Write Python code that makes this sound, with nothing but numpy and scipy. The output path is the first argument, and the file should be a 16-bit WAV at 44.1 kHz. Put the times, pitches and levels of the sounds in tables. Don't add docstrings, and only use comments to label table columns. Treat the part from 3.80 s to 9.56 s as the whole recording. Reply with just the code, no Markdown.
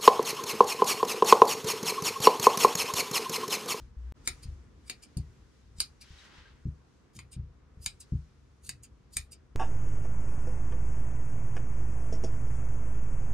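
import sys
import numpy as np
from scipy import signal
from scipy.fft import rfft, irfft
from scipy.io import wavfile
from scipy.ndimage import uniform_filter1d

SR = 44100
rng = np.random.default_rng(int(sys.argv[2]) if len(sys.argv) > 2 else 0)


def dump(signal):
    limited = np.clip(np.atleast_2d(signal).T, -1, 1)
    pcm = np.round(limited * 32767).astype(np.int16)
    wavfile.write(sys.argv[1], SR, pcm)


N = 254016
T = np.arange(N) / SR
HZ = np.maximum(np.fft.rfftfreq(N, 1 / SR), 1)

# time in
# seconds, level in dB, brightness in dB per octave, # weight below 3 kHz in dB, lag of the left port in ms,
# peak of the handle thud in dB.
CLACK_EVENTS = [(.4751, -39, 2, 6.5, 0.0559, -41), (1.098, -48, 0, 7.5, 0.0553, -45),
                (1.371, -57, 3, -3.5, 0.0632, -47), (2.0034, -38, 1.76, 3.2, 0.0591, -49.5),
                (3.3902, -59.5, -3.5, 4.5, 0.0226, -62.5), (4.0615, -43, 2.01, 5.5, 0.024, -54.5),
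                (4.8926, -48.5, 2, 4.5, .016, -58.5), (5.3685, -40.5, 3.5, 4.5, 0.0157, -50)]
# frequency in Hz, relative level in dB, t60 in seconds at damping 1.
STEEL_MODES = [(1021, -16.5, 0.032), (1288, -17.5, 0.047), (1657, -17, 0.043), (2153, -8, 0.033),
               (2441, -4.5, 0.02966), (3004, -10, 0.034), (3531.4, -12.5, 0.043), (3934, -7, 0.04),
               (4309, -4.5, 0.029), (4749, 3, 0.025), (5207, 0, 0.022), (5933, -4.5, 0.017),
               (6745, 0, 0.034), (7463, -2.5, 0.024), (7989, -6, 0.035), (8190, 2.5, 0.022),
               (8799, 1.5, 0.03364), (9545, 4, 0.015), (10225, -13, 0.046), (10930, -7, 0.02),
               (11936, -12, 0.031), (12557, -16, 0.039), (13470, -17.5, 0.033)]
STEEL_HZ = np.array(STEEL_MODES)[:, 0]
SLIDE_RANGE_DB = 30.5
DROP_S, BACK_S = .3226, .338


def undb(db):
    return 10 ** (np.asarray(db) / 20)


def unit(x):
    return x / np.sqrt(np.mean(x ** 2))


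def along(curve, column=1, hz=HZ):
    curve = np.array(curve)
    return np.interp(np.log(hz), np.log(curve[:, 0]), curve[:, column])


def gain(curve):
    s, db = np.transpose(curve)[:2]
    level_db = np.interp(T, s, db, left=-200, right=-200)
    return uniform_filter1d(undb(level_db), size=99)


def walk(rate):
    hold = int(SR / rate)
    steps = np.repeat(rng.standard_normal(N // hold + 1), hold)
    return 1.3 * uniform_filter1d(uniform_filter1d(steps, hold), hold)[:N]


def ring(modes, seconds, tilt_db=0., scatter_db=0., damp=0.6, turn=0.):
    hz, db, t60 = np.transpose(modes)[:, :, None]
    t = np.arange(round(seconds * SR)) / SR
    size = undb(db + tilt_db * np.log2(hz / 5000) + np.reshape(scatter_db, (-1, 1)))
    sines = np.sin(2 * np.pi * (hz * t + np.reshape(turn, (-1, 1))))
    decay = np.exp(-np.log(1000) * t * damp / t60)
    return np.sum(size * sines * decay, axis=0)


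def add(track, s, x):
    i = int(s * SR)
    track[..., i:i + x.shape[-1]] += x[..., :N - i]


def octave_band(hz, centre):
    return np.cos(np.pi / 2 * np.clip(np.log2(hz / centre), -1, 1)) ** 2


def treble(x, hz, db):
    top = irfft(rfft(x) / (1 + (hz / HZ) ** 2), N)
    return x - top + top * undb(db)


def diffuse(colour, flicker_db, alike_more=0.):
    # frequency in Hz, likeness from 0 to 1.
    likeness = [(100, 0), (350, 0.4), (2000, 0.28), (5000, 0.08), (12000, 0.2)]
    alike = np.clip(along(likeness) + alike_more, 0, 1)
    noise = rfft(rng.standard_normal((2, N))) * undb(along(colour))
    mid, side = noise * np.sqrt([1 + alike, 1 - alike])
    pair = np.array([mid + side, mid - side])
    out = 0
    for centre in 125 * 2. ** np.arange(8):
        flicker = undb(flicker_db * walk(11))
        out = out + flicker * irfft(pair * octave_band(HZ, centre), N)
    return unit(out)


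def air():
    # frequency in Hz, relative density in dB per Hz.
    colour = [(70, -47), (120, -9), (150, -4), (210, -6), (370, -10), (490, -12), (560, -18.5), (850, -21),
              (1000, -18.5), (1260, -19), (3000, -28), (6200, -29.5), (8500, -37), (11000, -43),
              (14000, -56.5)]
    # time in seconds, level in dB ahead of the treble change, treble gain in dB.
    drift = [(0., -66.5, 12), (.12, -65, -3), (.37, -61, -1.5), (.55, -60.5, 9), (.9, -63, -1.68),
             (1.15, -62.5, 2), (1.54, -64.5, 4.5), (1.9, -65.5, 2.77), (2.3, -63, -1), (2.98, -64, -1.5),
             (3.82, -65, -5.5), (4.302, -65.5, 4.5), (4.669, -66, -0.77), (5.76, -64, -9)]
    s, _, treble_db = np.transpose(drift)
    return treble(diffuse(colour, 1.0), 2600, np.interp(T, s, treble_db)) * gain(drift)


def cloth():
    # frequency in Hz, relative density in dB per Hz.
    colour = [(300, -10.5), (700, -10), (1020, -3), (1250, -3.5), (1560, 0.5), (1750, -3), (1940, 0.5),
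              (2400, -5.5), (3000, -2.5), (3800, -5), (6000, -9), (10000, -24), (14000, -37.5)]
    # time in seconds, level in dB ahead of the treble change.
    sweep = [(2.22, -73.5), (2.27, -68.5), (2.38, -60.5), (2.46, -56.5), (2.58, -54.5), (2.68, -60),
             (2.78, -66.5), (2.9, -85)]
    # start in seconds, level in dB, frequency in Hz, t60 in
    # seconds at damping 1.
    bracelet_ticks = [(2.386, -51, 3850, .06), (2.655, -54, 1600, .08)]
    start_treble_db, dulling_db_s = 14, 65.5
    hiss = diffuse(colour, 1.8, .2) * undb(1.2 * walk(45))
    treble_db = np.clip(start_treble_db - dulling_db_s * (T - sweep[0][0]), -60, 20)
    out = treble(hiss, 2830, treble_db) * gain(sweep)
    for s, db, hz, t60 in bracelet_ticks:
        tick = ring([(hz, db, t60)], .1)
        add(out, s, np.convolve(tick, np.hanning(9) / 4))
    return out


def low_hum():
    hum_hz, full_s, level_db, rise_db_ms = 60.3, 0.17, -39.5, 5.55
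    waver_db, waver_hz = 1.5, 11
    since_full = T - full_s
    waver = waver_db * np.cos(2 * np.pi * waver_hz * since_full)
    rise = rise_db_ms * 1000 * np.minimum(since_full, 0)
    sine = -np.sqrt(2) * np.cos(2 * np.pi * hum_hz * (T - DROP_S))
    return sine * undb(level_db + waver + rise) * (T < BACK_S)


def worktable():
    # start in seconds, peak in dB,
    # hardness in dB per octave, damping as a factor on the decay rate.
    knocks = [(0.472, -40, -13.5, .38), (.654, -30.5, -9, 0.399), (1.367, -24.5, 3, 0.908),
              (1.984, -39, -6.5, 1.4), (2.304, -41, -7, 1.13), (2.581, -47, -10.5, 1.1),
              (2.8536, -25, 3.5, .86), (3.351, -41.5, 5.5, 0.26), (3.5639, -27.5, -1.5, 0.42),
              (3.971, -39.5, -5.5, 0.72), (4.067, -38, -8, 2.1), (4.321, -20.5, 1.87, 0.739),
              (4.885, -48, 8.5, 1.04), (5.363, -35.5, -10, 0.62), (5.7535, -21, 12, .37)]
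    # frequency in Hz, relative level in dB, t60 in seconds at damping 1.
    modes = [(43, -10, 0.26), (69.83, 1, 0.2324), (93.56, 2, 0.13), (125.68, 3.5, 0.1137),
             (153.25, -8, .21), (206.02, -5, 0.067), (273.9, -22, 0.15), (330.1, -17, 0.046),
             (392.3, -29, .1)]
    # time in seconds, level in dB.
    murmur_level = [(0., -43.5), (.14, -58.5), (.29, -54.5), (.55, -55), (1.01, -57), (1.28, -65),
                    (1.51, -51), (1.76, -66), (1.92, -53.5), (2.4, -67), (2.79, -57), (3.2, -67),
                    (3.45, -57.5), (4.4, -60), (4.75, -60.5), (4.97, -52.5), (5.42, -62.5), (5.76, -57.5)]
    swell_ms = 4.78
    out = np.zeros(N)
    t = np.arange(SR // 4) / SR
    for s, db, tilt_db, damp in knocks:
        swell = np.tanh((t * 1000 / swell_ms) ** 2)
        boom = ring(modes, len(t) / SR, tilt_db, damp=damp) * swell * np.cos(2 * np.pi * t)
        add(out, s, -boom * undb(db) / abs(boom).max())
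    turn = np.arange(len(modes)) / 2
    response = ring(modes, 0.23, -5.0, damp=2.0, turn=turn)
    murmur = unit(signal.fftconvolve(rng.standard_normal(N), response)[:N])
    return out + murmur * gain(murmur_level)


def thuds():
    # frequency in Hz, relative level in dB, t60 in seconds at damping 1.
    modes = [(252, 1.5, 0.052), (368.6, -8.5, 0.25), (501, 0, 0.033), (730.5, -8.5, 0.14),
             (973, -10.5, 0.088)]
    out = np.zeros(N)
    for s, *_, db in CLACK_EVENTS:
        bump = ring(modes, 0.042, turn=rng.random(len(modes)))
        bump = np.convolve(bump, np.hanning(24))
        add(out, s, bump * undb(db) / abs(bump).max())
    return out


def reflections(x):
    # frequency in Hz, t60 in seconds.
    decay_times = [(1000, 0.16), (4000, 0.13), (14000, 0.018)]
    gap_s = 0.00068
    t = np.arange(int(.35 * SR)) / SR
    hz = np.maximum(np.fft.rfftfreq(len(t), 1 / SR), 1)
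    noise = rng.standard_normal((3, len(t)))
    noise = rfft(noise[:2] + 0.63 * noise[2])
    tail = 0
    for centre in 500 * 2. ** np.arange(6):
        decay = np.exp(-np.log(1000) * t / along(decay_times, hz=centre))
        tail = tail + irfft(noise * octave_band(hz, centre), len(t)) * decay
    tail = tail * (1 - np.exp(-t / gap_s))
    tail = tail / np.sqrt(np.sum(tail ** 2) / 2)
    return signal.fftconvolve(x[None], tail, axes=1)[:, :N]


def slide(out, s, db, brightness, rise, hold_ms, fall, dulling=0., stop=np.inf):
    end_ms = min(hold_ms + SLIDE_RANGE_DB / abs(fall), (stop - s) * 1000)
    ms = np.arange(-SLIDE_RANGE_DB / rise, end_ms, 1000 / SR)
    count = len(ms)
    grit = rng.standard_normal(6000) * undb(2.2 * rng.exponential(size=6000))
    turn = rng.random(len(STEEL_MODES))
    weight_db = 2.0 * rng.standard_normal(len(STEEL_MODES))

    def scrape(tilt_db):
        response = ring(STEEL_MODES, 0.022, tilt_db, weight_db, 4.8, turn)
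        return unit(np.convolve(grit, response)[900:900 + count])

    dull, bright = scrape(-4.0), scrape(6.0)
    share = np.clip(.5 + (brightness - dulling * np.maximum(ms, 0)) / 20, 0, 1)
    rasp = unit(np.diff(uniform_filter1d(grit, size=2))[:count])
    x = (1 - share) * dull + share * bright + 0.16 * rasp
    level_db = db + np.where(ms < 0, rise * ms, -fall * np.maximum(ms - hold_ms, 0))
    add(out, s + ms[0] / 1000, x * undb(level_db) * signal.windows.tukey(count, .06))


def slides():
    # time of full speed in seconds, level in dB,
    # brightness from -10 (dull) to 10 (bright), clipped beyond, sag in dB per ms (negative swells).
    closings = [(0.461, -53.5, -5.5, 3), (1.072, -59, -23, -0.1), (1.985, -55.5, -13, 8.83),
                (3.36, -53.5, 4, 1), (4.027, -55, 15, -0.28), (4.845, -57, 10, -0.18),
                (5.336, -53, 3.5, 0.39)]
    # time of full speed in seconds, level in dB, brightness as above.
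    openings = [(.629, -54, -0.5), (1.227, -53, -13), (2.212, -53, -8.5), (3.521, -49, 11.5),
                (4.205, -48, 7.5), (5.035, -51, 10), (5.52, -49, 7.5)]
    close_rise_db_ms, close_hold_ms = 0.98, 4.9
    bite_ms, bite_db = 12, 2
    open_rise_db_ms, open_hold_ms, open_fall_db_ms = 2.5, 12.27, 1.05
    dulling_per_ms = 1
    stutter_db, low_hz = 2.1, 2050
    out = np.zeros(N)
    for s, db, brightness, sag in closings:
        shut, shut_db = next(row[:2] for row in CLACK_EVENTS if row[0] > s)
        slide(out, s, db, brightness, close_rise_db_ms, close_hold_ms, sag, stop=shut - bite_ms / 1000)
        bite_rise = SLIDE_RANGE_DB / bite_ms
        slide(out, shut, shut_db + bite_db, brightness, bite_rise, 0.904, SLIDE_RANGE_DB)
    for s, db, brightness in openings:
        slide(out, s, db, brightness, open_rise_db_ms, open_hold_ms, open_fall_db_ms, dulling_per_ms)
    stuttering = out * undb(stutter_db * walk(220))
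    out = irfft(rfft(stuttering) / (1 + (low_hz / HZ) ** 4), N)
    return np.array([np.roll(out, 1), out])


def clacks():
    bounce_ms, bounce_db = 1.2, -4.5
    free_ring_db, rattle_db = -12.5, -14.5
    rattle_low_hz = 1700
    out = np.zeros((2, N))
    count = int(.15 * SR)
    t = np.arange(count) / SR
    seconds = count / SR
    low = STEEL_HZ < 3000
    light_db = -20 * np.log10(1 + (rattle_low_hz / STEEL_HZ) ** 4)
    for s, db, tilt_db, low_db, lag_ms, _ in CLACK_EVENTS:
        turn = rng.random(len(STEEL_MODES))
        weight_db = low_db * low + 1.5 * rng.standard_normal(len(STEEL_MODES))
        meet = ring(STEEL_MODES, seconds, tilt_db, weight_db, damp=6.0, turn=turn)
        meet = unit(meet * np.tanh((t / 0.00116) ** 2))
        gaps, sizes = rng.random((2, 4))
        touch_s = np.cumsum(gaps * 2) * bounce_ms / 1000
        touches = np.zeros(count)
        touches[(touch_s * SR).astype(int)] = undb(bounce_db * np.arange(1, 5)) * (sizes + .5)
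        touches[0] = 1
        meet = unit(signal.fftconvolve(meet, touches)[:count])
        shake = rng.standard_normal(count) * np.exp(-np.log(1000) * t / 0.16) * np.minimum(t / 0.0011, 1)
        response = ring(STEEL_MODES, 0.069, tilt_db, weight_db + light_db, damp=4.5, turn=turn)
        rattle = unit(signal.fftconvolve(shake, response)[:count])
        free = ring(STEEL_MODES, seconds, tilt_db, weight_db + light_db, damp=0.51, turn=turn)
        free = unit(free * np.tanh(t / 0.0033))
        x = (meet + undb(free_ring_db) * free + undb(rattle_db) * rattle) * undb(db)
        lag = np.exp(-2j * np.pi * np.fft.rfftfreq(count, 1 / SR) * lag_ms / 1000)
        late = irfft(rfft(x) * lag, count)
        add(out, s - .0006, np.array([late, x]))
    return out


def ports(left, right):
    # frequency in Hz, left minus right in dB, lag of the left in radians.
    contrast = [(59.6, 2.5, 0.03), (164, 0.5, .05), (361, -2, 0.1), (700, -3, 0.26), (1400, -0.07, 0.2),
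                (2167, 2.5, 0.37), (3970, 2.5, .4), (5870, 2.5, 0.14), (6950, 0.5, 0.23), (8520, 0.5, 0.2),
                (10800, -6, 0.38), (14600, -4, 0.14)]
    half = undb(along(contrast) / 2) * np.exp(-.5j * along(contrast, column=2))
    return np.array([irfft(rfft(left) * half, N), irfft(rfft(right) / half, N)])


def scene():
    room_db, fade_s = -5.5, .03
    shears = irfft(rfft(clacks() + slides()) / (1 + (800 / HZ) ** 4), N)
    mix = air() + cloth() + low_hum() + worktable() + thuds()
    mix = mix + undb(room_db) * reflections(shears[1]) + shears
    heard = np.where(T < DROP_S, 1, np.clip((T - BACK_S) / fade_s, 0, 1))
    return ports(*mix) * heard


def record(dry):
    top_hz = 15600
    return signal.sosfilt(signal.ellip(8, .2, 70, top_hz, fs=SR, output="sos"), dry)


dry = scene()
out = record(dry)
dump(out)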